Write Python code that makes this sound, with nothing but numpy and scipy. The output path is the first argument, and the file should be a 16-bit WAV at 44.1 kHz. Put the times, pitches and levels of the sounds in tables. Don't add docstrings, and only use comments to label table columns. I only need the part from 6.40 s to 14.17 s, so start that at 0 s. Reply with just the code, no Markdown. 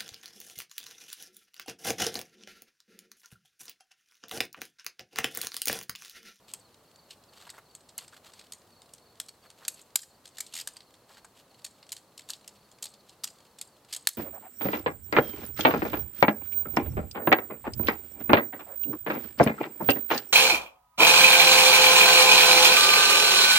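import sys
import numpy as np
from scipy import signal
from scipy.fft import rfft, irfft, next_fast_len
from scipy.io import wavfile
from scipy.ndimage import uniform_filter1d, map_coordinates

SR = 44100
rng = np.random.default_rng(int(sys.argv[2]) if len(sys.argv) > 2 else 0)


def unload_wav(signal):
    wavfile.write(
        sys.argv[1],
        SR,
        np.round(np.clip(np.atleast_2d(signal).T, -1, 1) * 32767).astype(np.int16),
    )


N = 342657

# (frequency [Hz], relative density [dB per Hz])
SCRAPE_COLOUR = [(500, -32.5), (1500, -12.5), (2800, 0), (4400, 0), (5800, -8.5), (8000, -3),
                 (10200, -14.5), (12000, -9.5), (16000, -24)]
# (frequency [Hz], relative density [dB per Hz])
HUSH_COLOUR = [(15, -33), (25, -17), (99, -0.5), (354, -2.5), (531, -1), (1190, -6), (1440, -10.5),
               (2410, -17), (2760, -15.5), (3250, -17), (4370, -15.5), (5430, -19), (7920, -19.5),
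               (14800, -22.5), (16000, -24.5)]
FIRM_DB = -42.5


def amp(db):
    return 10 ** (np.asarray(db) / 20)


def unit(x):
    return x / np.sqrt(np.mean(x ** 2) + 1e-20)


def along(points, hz):
    f, v = np.transpose(points)
    return np.interp(np.log(hz + 1), np.log(f + 1), v)


def add(track, s, sound):
    part = track[max(round(s * SR), 0):][:len(sound)]
    part += sound[:len(part)]


def wobble(rate):
    knots = rng.standard_normal(int(N * rate / SR) + 4)
    return map_coordinates(knots, [np.arange(N) * rate / SR])


def filtered(x, response):
    m = next_fast_len(N + SR // 2)
    return irfft(rfft(x, m) * response(np.fft.rfftfreq(m, 1 / SR)), m)[..., :N]


def noise(spectrum):
    return unit(filtered(rng.standard_normal(N), lambda hz: amp(along(spectrum, hz))))


def causal(gain_db):
    cepstrum = irfft(np.log(amp(gain_db)))
    half = len(cepstrum) // 2
    cepstrum[1:half] *= 2
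    cepstrum[half + 1:] = 0
    return np.exp(rfft(cepstrum))


def hush(swell_db):
    return amp(swell_db * wobble(3)) * noise(HUSH_COLOUR)


def hush_width():
    # (frequency [Hz], gain [dB])
    width = [(30, -20), (60, -23.5), (250, -17.5), (1000, -11.5), (4000, -2), (12000, 1.5)]
    return filtered(noise(HUSH_COLOUR), lambda hz: amp(along(width, hz)))


def drone(pitch_hz):
    # (time [s], level [dB])
    hum = [(5.6, -99), (6.0, -73), (6.85, -77), (7.15, -94)]
    level_db = np.interp(np.arange(N) / SR, *np.transpose(hum))
    pitch = pitch_hz + 1.55 * wobble(5)
    tone = unit(np.sin(2 * np.pi * np.cumsum(pitch) / SR))
    return amp(level_db + 1.5 * wobble(6)) * tone


def bird(fall_hz, faint_hz, faint_db):
    note_s, step_s = .028, .04
    first_s, gap_s, jitter_s = .19, 0.35, 0.017
    trill_hz, spread_hz = 4660, 75
    trill_db, fade_db_per_s = -67.5, .6
    weak_notes, weak_spread_db, weak_drop_hz = 190, 6, 450
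    out, u = np.zeros(N), np.linspace(0, 1, int(note_s * SR))

    def whistle(start_hz):
        pitch = start_hz - fall_hz * u * (1 + u) / 2
        return unit(np.sin(np.pi * u) * np.sin(2 * np.pi * np.cumsum(pitch) / SR))

    for beat in np.arange(first_s, N / SR, gap_s):
        s = beat + rng.normal(0, jitter_s)
        db = trill_db - fade_db_per_s * beat
        for k in range(2 + rng.integers(2)):
            note = whistle(rng.normal(trill_hz, spread_hz))
            add(out, s + k * step_s, amp(db + rng.normal(0, 2)) * note)
    for k, (late, drop, strength) in enumerate(rng.random((weak_notes, 3))):
        s = (k + late) / weak_notes * N / SR
        note = whistle(faint_hz - weak_drop_hz * drop)
        add(out, s, amp(faint_db + weak_spread_db * strength) * note)
    return out


def fidget(db, spread_db):
    return amp(db) * unit(amp(spread_db * wobble(130) + 7.1 * wobble(13))) * noise(SCRAPE_COLOUR)


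def rubbing(grit_db, edge_s, crackle_db):
    # (start [s], end [s], scrape level [dB], cloth level [dB])
    rubs = [(0.079, .13, -54.5, -66.5), (0.695, .745, -54, -80), (0.926, 1.094, -58, -59.5),
            (1.134, 1.2, -61, -52.5), (1.58, 1.654, -57, -63), (1.717, 1.787, -58.5, -57),
            (1.834, 1.908, -56, -60), (1.926, 2.02, -61, -68), (3.022, 3.077, -62.5, -61.5),
            (3.17, 3.32, -64, -65), (3.358, 3.418, -58, -72), (3.936, 4.126, -62, -75),
            (4.126, 4.232, -48.5, -68.5), (4.68, 4.803, -61, -60.5), (4.951, 5.02, -60, -73),
            (5.877, 5.967, -58.5, -62.5), (6.423, 6.477, -53, -59), (7.487, 7.588, -55.5, -65)]
    # (frequency [Hz], relative density [dB per Hz])
    cloth_colour = [(200, -18), (600, 0), (1100, 2.5), (1900, -2), (3500, -29.5), (8000, -20.5)]
    t = np.arange(N) / SR
    scrape, cloth = np.zeros((2, N))
    for start, end, scrape_db, cloth_db in rubs:
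        stroke = np.clip(np.minimum(t - start, end - t) / edge_s + 0.27, 0, 1)
        scrape += amp(scrape_db) * stroke
        cloth += amp(cloth_db) * stroke
    catches = unit(amp(grit_db * wobble(350)))
    slips = (rng.random(N) < 90 / SR) * rng.uniform(0.46, 1, N)
    crackle = unit(signal.fftconvolve(slips, amp(-60 * t[:SR // 20] / 0.015))[:N])
    grain = unit(catches + amp(crackle_db) * crackle)
    brush = unit(amp(7.3 * wobble(70)) + crackle)
    return scrape * grain * noise(SCRAPE_COLOUR) + cloth * brush * noise(cloth_colour)


def contacts():
    # (time [s], relative level [dB], nominal chatter [s], low knock gain [dB], body gain [dB])
    clacks = [(0.1366, -36.5, 0.00057, 4, -1), (0.7066, -46, 0.0039, 4, 14), (1.068, -50.5, 0.0078, 34, 0),
              (1.0922, -48.5, .0028, 20.5, 13), (1.1012, -44.5, 0.00067, 3, -1),
              (1.138, -58, 0.0053, 39, 2), (1.3507, -45.5, 0.00048, -1, -4.5),
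              (1.4885, -53.5, 0.0056, 4, 6.5), (1.5795, -35.5, 0.00055, -3, -13),
              (1.5845, -41, .0029, 19.5, 17.5), (1.6793, -52, 0.0018, 8, 4.5), (1.726, -55, 0.0072, 40, 2),
              (1.935, -53, 0.0015, 13, 5), (1.9936, -51, .0016, 3, 6.5), (2.012, -55.5, 0.0017, 20, 13),
              (2.1218, -41.5, 0.00055, 1, 3), (2.134, -46, 0.00051, -2, -8), (2.418, -55, .0012, 8, 3.5),
              (2.5356, -48, 0.002, -18, -4), (2.7999, -33.5, .0012, 3, 0), (2.8843, -45, 0.0058, 0, 2),
              (3.102, -53, 0.0016, 6, 3), (3.25, -44, .002, 11.5, 9), (3.2803, -27, 0.0023, -2, -2),
              (3.414, -54, 0.0026, -7, -11), (3.5565, -17.5, 0.0029, 2.5, -1), (3.589, -39.5, 0.0033, 0, 3),
              (3.63, -44.5, .005, 9, 2), (3.855, -49, 0.0023, 5, 4), (3.876, -53, .0017, 3, 1),
              (3.97, -51, 0.0022, 9, 5), (3.9835, -40.5, 0.002, 7, 2), (4.004, -32.5, 0.0026, 2, -0.5),
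              (4.064, -51, .0025, -8, 3), (4.2735, -34, 0.0017, 6, 0), (4.3674, -46.5, 0.0015, 7, 7.5),
              (4.4053, -52.5, .0012, 10, 15), (4.54, -59, .0016, 9, 6), (4.7685, -55.5, 0.0068, 39, 22),
              (4.845, -50.5, .0043, 20.5, -3), (5.2445, -37, 0.0052, 2, 4), (5.262, -47.5, 0.0042, 7, 2),
              (5.427, -54, 0.0023, 18, 13), (5.4916, -51, .0008, 1, 7), (5.5198, -36, .0005, -7, -3.5),
              (5.5268, -39, 0.00088, 2, 0), (5.565, -46.5, .0023, 4, 4), (5.777, -46.5, .0021, -13, 6),
              (5.794, -47.5, 0.00057, 5, 3), (5.889, -46, 0.00044, -16, 2), (5.8967, -43.5, .0014, 11, 1),
              (5.903, -34.5, 0.00037, -13, 2), (5.9336, -42, 0.0016, -18, 11),
              (6.0775, -44, 0.00061, -7, 2), (6.315, -58, .0012, -8, 2.5), (6.466, -49.5, .0022, -12, 11),
              (6.537, -55.5, 0.0038, 1, 9), (6.694, -53.5, 0.00048, -12, 8), (6.836, -36.5, 0.0028, -5, 4),
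              (6.8409, -30.5, .0019, 4, 2), (6.872, -43.5, 0.0051, 5, 5.5),
              (7.1856, -48.5, 0.0034, -0.5, 1), (7.2129, -36.5, .001, -1, 1), (7.5635, -36, 0.0015, -2, -4),
              (7.6721, -16, 0.00037, 2.5, 1), (7.687, -22.5, .003, 1, -1.5)]
    # (start [s], end [s], relative level at start [dB], at end [dB], low knock gain [dB], body gain [dB])
    judders = [(4.139, 4.209, -37.5, -41.5, 2, 2), (6.4263, 6.453, -36, -40.5, -24, 0),
               (7.525, 7.545, -34, -39, -1.5, 3)]
    settle_s, settle_db, settle_loss_db = .0095, -12.5, 10
    settle_grows, settle_chatter_s = 0.65, 0.0028
    catch_s, catch_chatter_s, catch_spread_db = 0.011, .0038, 1
    ticks_per_s, tick_db, tick_spread_db = 4, -63, 3
    tick_chatter_s, tick_knock_db, tick_body_db = .002, 8.5, 7.5
    touches = []
    chances = rng.uniform(-1, 1, (len(clacks), 2, 2))
    for (s, db, length, *colour), chance in zip(clacks, chances):
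        touches.append((s, db, length, *colour))
        first_db = FIRM_DB + settle_grows * (db - FIRM_DB) + settle_db
        for k, (late, force) in enumerate(chance):
            when = s + settle_s * (k + 1 + late / 3)
            level_db = first_db - settle_loss_db * k + 2 * force
            touches.append((when, level_db, settle_chatter_s, *colour))
    for start, end, first_db, last_db, *colour in judders:
        for u in np.linspace(0, 1, round((end - start) / catch_s) + 1):
            s = start + u * (end - start) + rng.normal(0, catch_s / 10)
            db = first_db + u * (last_db - first_db) + rng.normal(0, catch_spread_db)
            touches.append((s, db, catch_chatter_s, *colour))
    for slot in np.arange(0, N / SR, 1 / ticks_per_s):
        s = slot + rng.random() / ticks_per_s
        db = rng.normal(tick_db, tick_spread_db)
        touches.append((s, db, tick_chatter_s, tick_knock_db, tick_body_db))
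    return touches


def chatter(t, length, count):
    force = np.zeros(len(t))
    when = (np.arange(count) + rng.uniform(-.5, .5, count)) / count * 1.35 * abs(length)
    when[0] = 0
    strength = amp(rng.normal(0, 1, count)) * rng.choice([-1, 1], count)
    strength[0] *= .5
    np.add.at(force, np.round(when * SR).astype(int), strength)
    return force


def tube_ring(t, detune, scatter_db):
    # (nominal frequency [Hz], relative level [dB], t60 [s])
    tube = [(860, 10, 0.024), (1460, -36, 0.044), (2030, -27, 0.043), (2600, -25.5, .06), (3240, 9, 0.13),
            (4210, -2, 0.16), (4360, 16, .06), (5080, 15, 0.084), (7200, -1.5, 0.17), (7800, -8, .08),
            (8300, -19, 0.11), (9100, -1.5, 0.088), (10900, -14, 0.1), (12200, -20, 0.11),
            (14300, -22, 0.11)]
    hz, db, t60 = np.transpose(tube)[:, :, None]
    pitch, strength, phase = rng.standard_normal((3, len(tube), 1))
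    decay = amp(db + scatter_db * strength - 60 * t / t60)
    modes = decay * np.sin(2 * np.pi * (hz * (1 + detune * pitch) * t + phase))
    return unit(modes.sum(0))


def poles(clack_t60, bundle_db, ring_db, ripple_db, size=8192):
    # (frequency [Hz], gain [dB])
    clack_colour = [(40, -28.5), (350, -30), (800, -17.5), (1900, -8.5), (3000, -4.5), (4400, 0.5),
                    (5800, -3.5), (7200, 3), (8600, 2.5), (10200, -10), (11600, -8), (13500, -14),
                    (16000, -25)]
    sheen_base_db, sheen_per_db = 2, 0.2543
    out, t, hz = np.zeros(N), np.arange(size) / SR, np.fft.rfftfreq(size, 1 / SR)
    colour = causal(along(clack_colour, hz))
    for s, db, length, knock_db, body_db in contacts():
        force = chatter(t, length, count=5)
        energy = np.abs(signal.fftconvolve(force ** 2, amp(-60 * t / clack_t60) ** 2)[:size])
        bundle = unit(rng.standard_normal(size) * np.sqrt(energy))
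        clack = unit(irfft(rfft(unit(force) + amp(bundle_db) * bundle) * colour))
        ring = unit(signal.fftconvolve(force, tube_ring(t, detune=0.0097, scatter_db=2.0))[:size])
        sheen_db = sheen_base_db + sheen_per_db * (db - FIRM_DB)
        tilt_points = [(1600, knock_db), (2800, body_db), (4800, body_db),
                       (6600, 0), (9000, 0.0054), (11500, sheen_db)]
        tilt = along(tilt_points, hz)
        ripple = map_coordinates(rng.standard_normal(64), [hz / 400], mode="nearest")
        touch = causal(tilt + ripple_db * ripple)
        struck = unit(irfft(rfft(clack + amp(ring_db) * ring) * touch))
        add(out, s, amp(db - 12) * struck)
    return out


def outdoors(x, scatter_db, fence_db, size=8192):
    # (frequency [Hz], t60 [s])
    air = [(200, .15), (2000, 0.27), (8000, 0.28), (16000, 0.25)]
    # (frequency [Hz], relative gain [dB])
    fence = [(500, -23), (2500, -21.5), (5200, -6.5), (6500, -9), (8300, -2), (9600, -4.5), (16000, -30)]
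    out = x.copy()
    for start in range(0, N, size):
        hz, t, z = signal.stft(rng.standard_normal(SR // 4), SR, nperseg=256)
        decay = amp(-60 * t / along(air, hz)[:, None])
        tail = signal.istft(z * decay, SR, nperseg=256)[1]
        tail = amp(scatter_db) * tail / np.linalg.norm(tail)
        add(out, start / SR + .003, signal.fftconvolve(x[start:start + size], tail))
    rails = rng.standard_normal(SR // 250)
    smeared = signal.fftconvolve(x, rails / np.linalg.norm(rails))[:N]
    echo = filtered(smeared, lambda hz: amp(along(fence, hz)))
    add(out, .06, amp(fence_db) * echo)
    return out


def gain_control(x, threshold_db, release_db_per_s, attack_s):
    recovery = release_db_per_s * np.arange(N) / SR
    power = np.abs(uniform_filter1d(x[0] ** 2, SR // 1000))
    excess_db = np.maximum(10 * np.log10(power + 1e-12) - threshold_db, 0)
    cut_db = np.maximum.accumulate(excess_db + recovery) - recovery
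    pole = np.exp(-1 / (attack_s * SR))
    return x * amp(-signal.lfilter([1 - pole], [1, -pole], cut_db))


def scene():
    country = amp(-62.0) * hush(swell_db=.35)
    side = amp(-65.5) * hush_width()
    far = outdoors(bird(fall_hz=600, faint_hz=4720, faint_db=-78.5), scatter_db=-9, fence_db=-30)
    handling = fidget(db=-74.5, spread_db=10) + rubbing(grit_db=2.5, edge_s=0.024, crackle_db=-4.5)
    clacks = poles(clack_t60=.022, bundle_db=7.5, ring_db=-20, ripple_db=2.2)
    near = outdoors(clacks + handling, scatter_db=-17.0, fence_db=-19)
    mid = near + far + drone(pitch_hz=201) + country
    return np.array([mid + side, mid - side])


def record(dry):
    held = gain_control(dry, threshold_db=-20, release_db_per_s=45, attack_s=.003)
    top_hz = 16100
    return filtered(held, lambda hz: 1 / np.sqrt(1 + (hz / top_hz) ** 160))


dry = scene()
out = record(dry)
unload_wav(out)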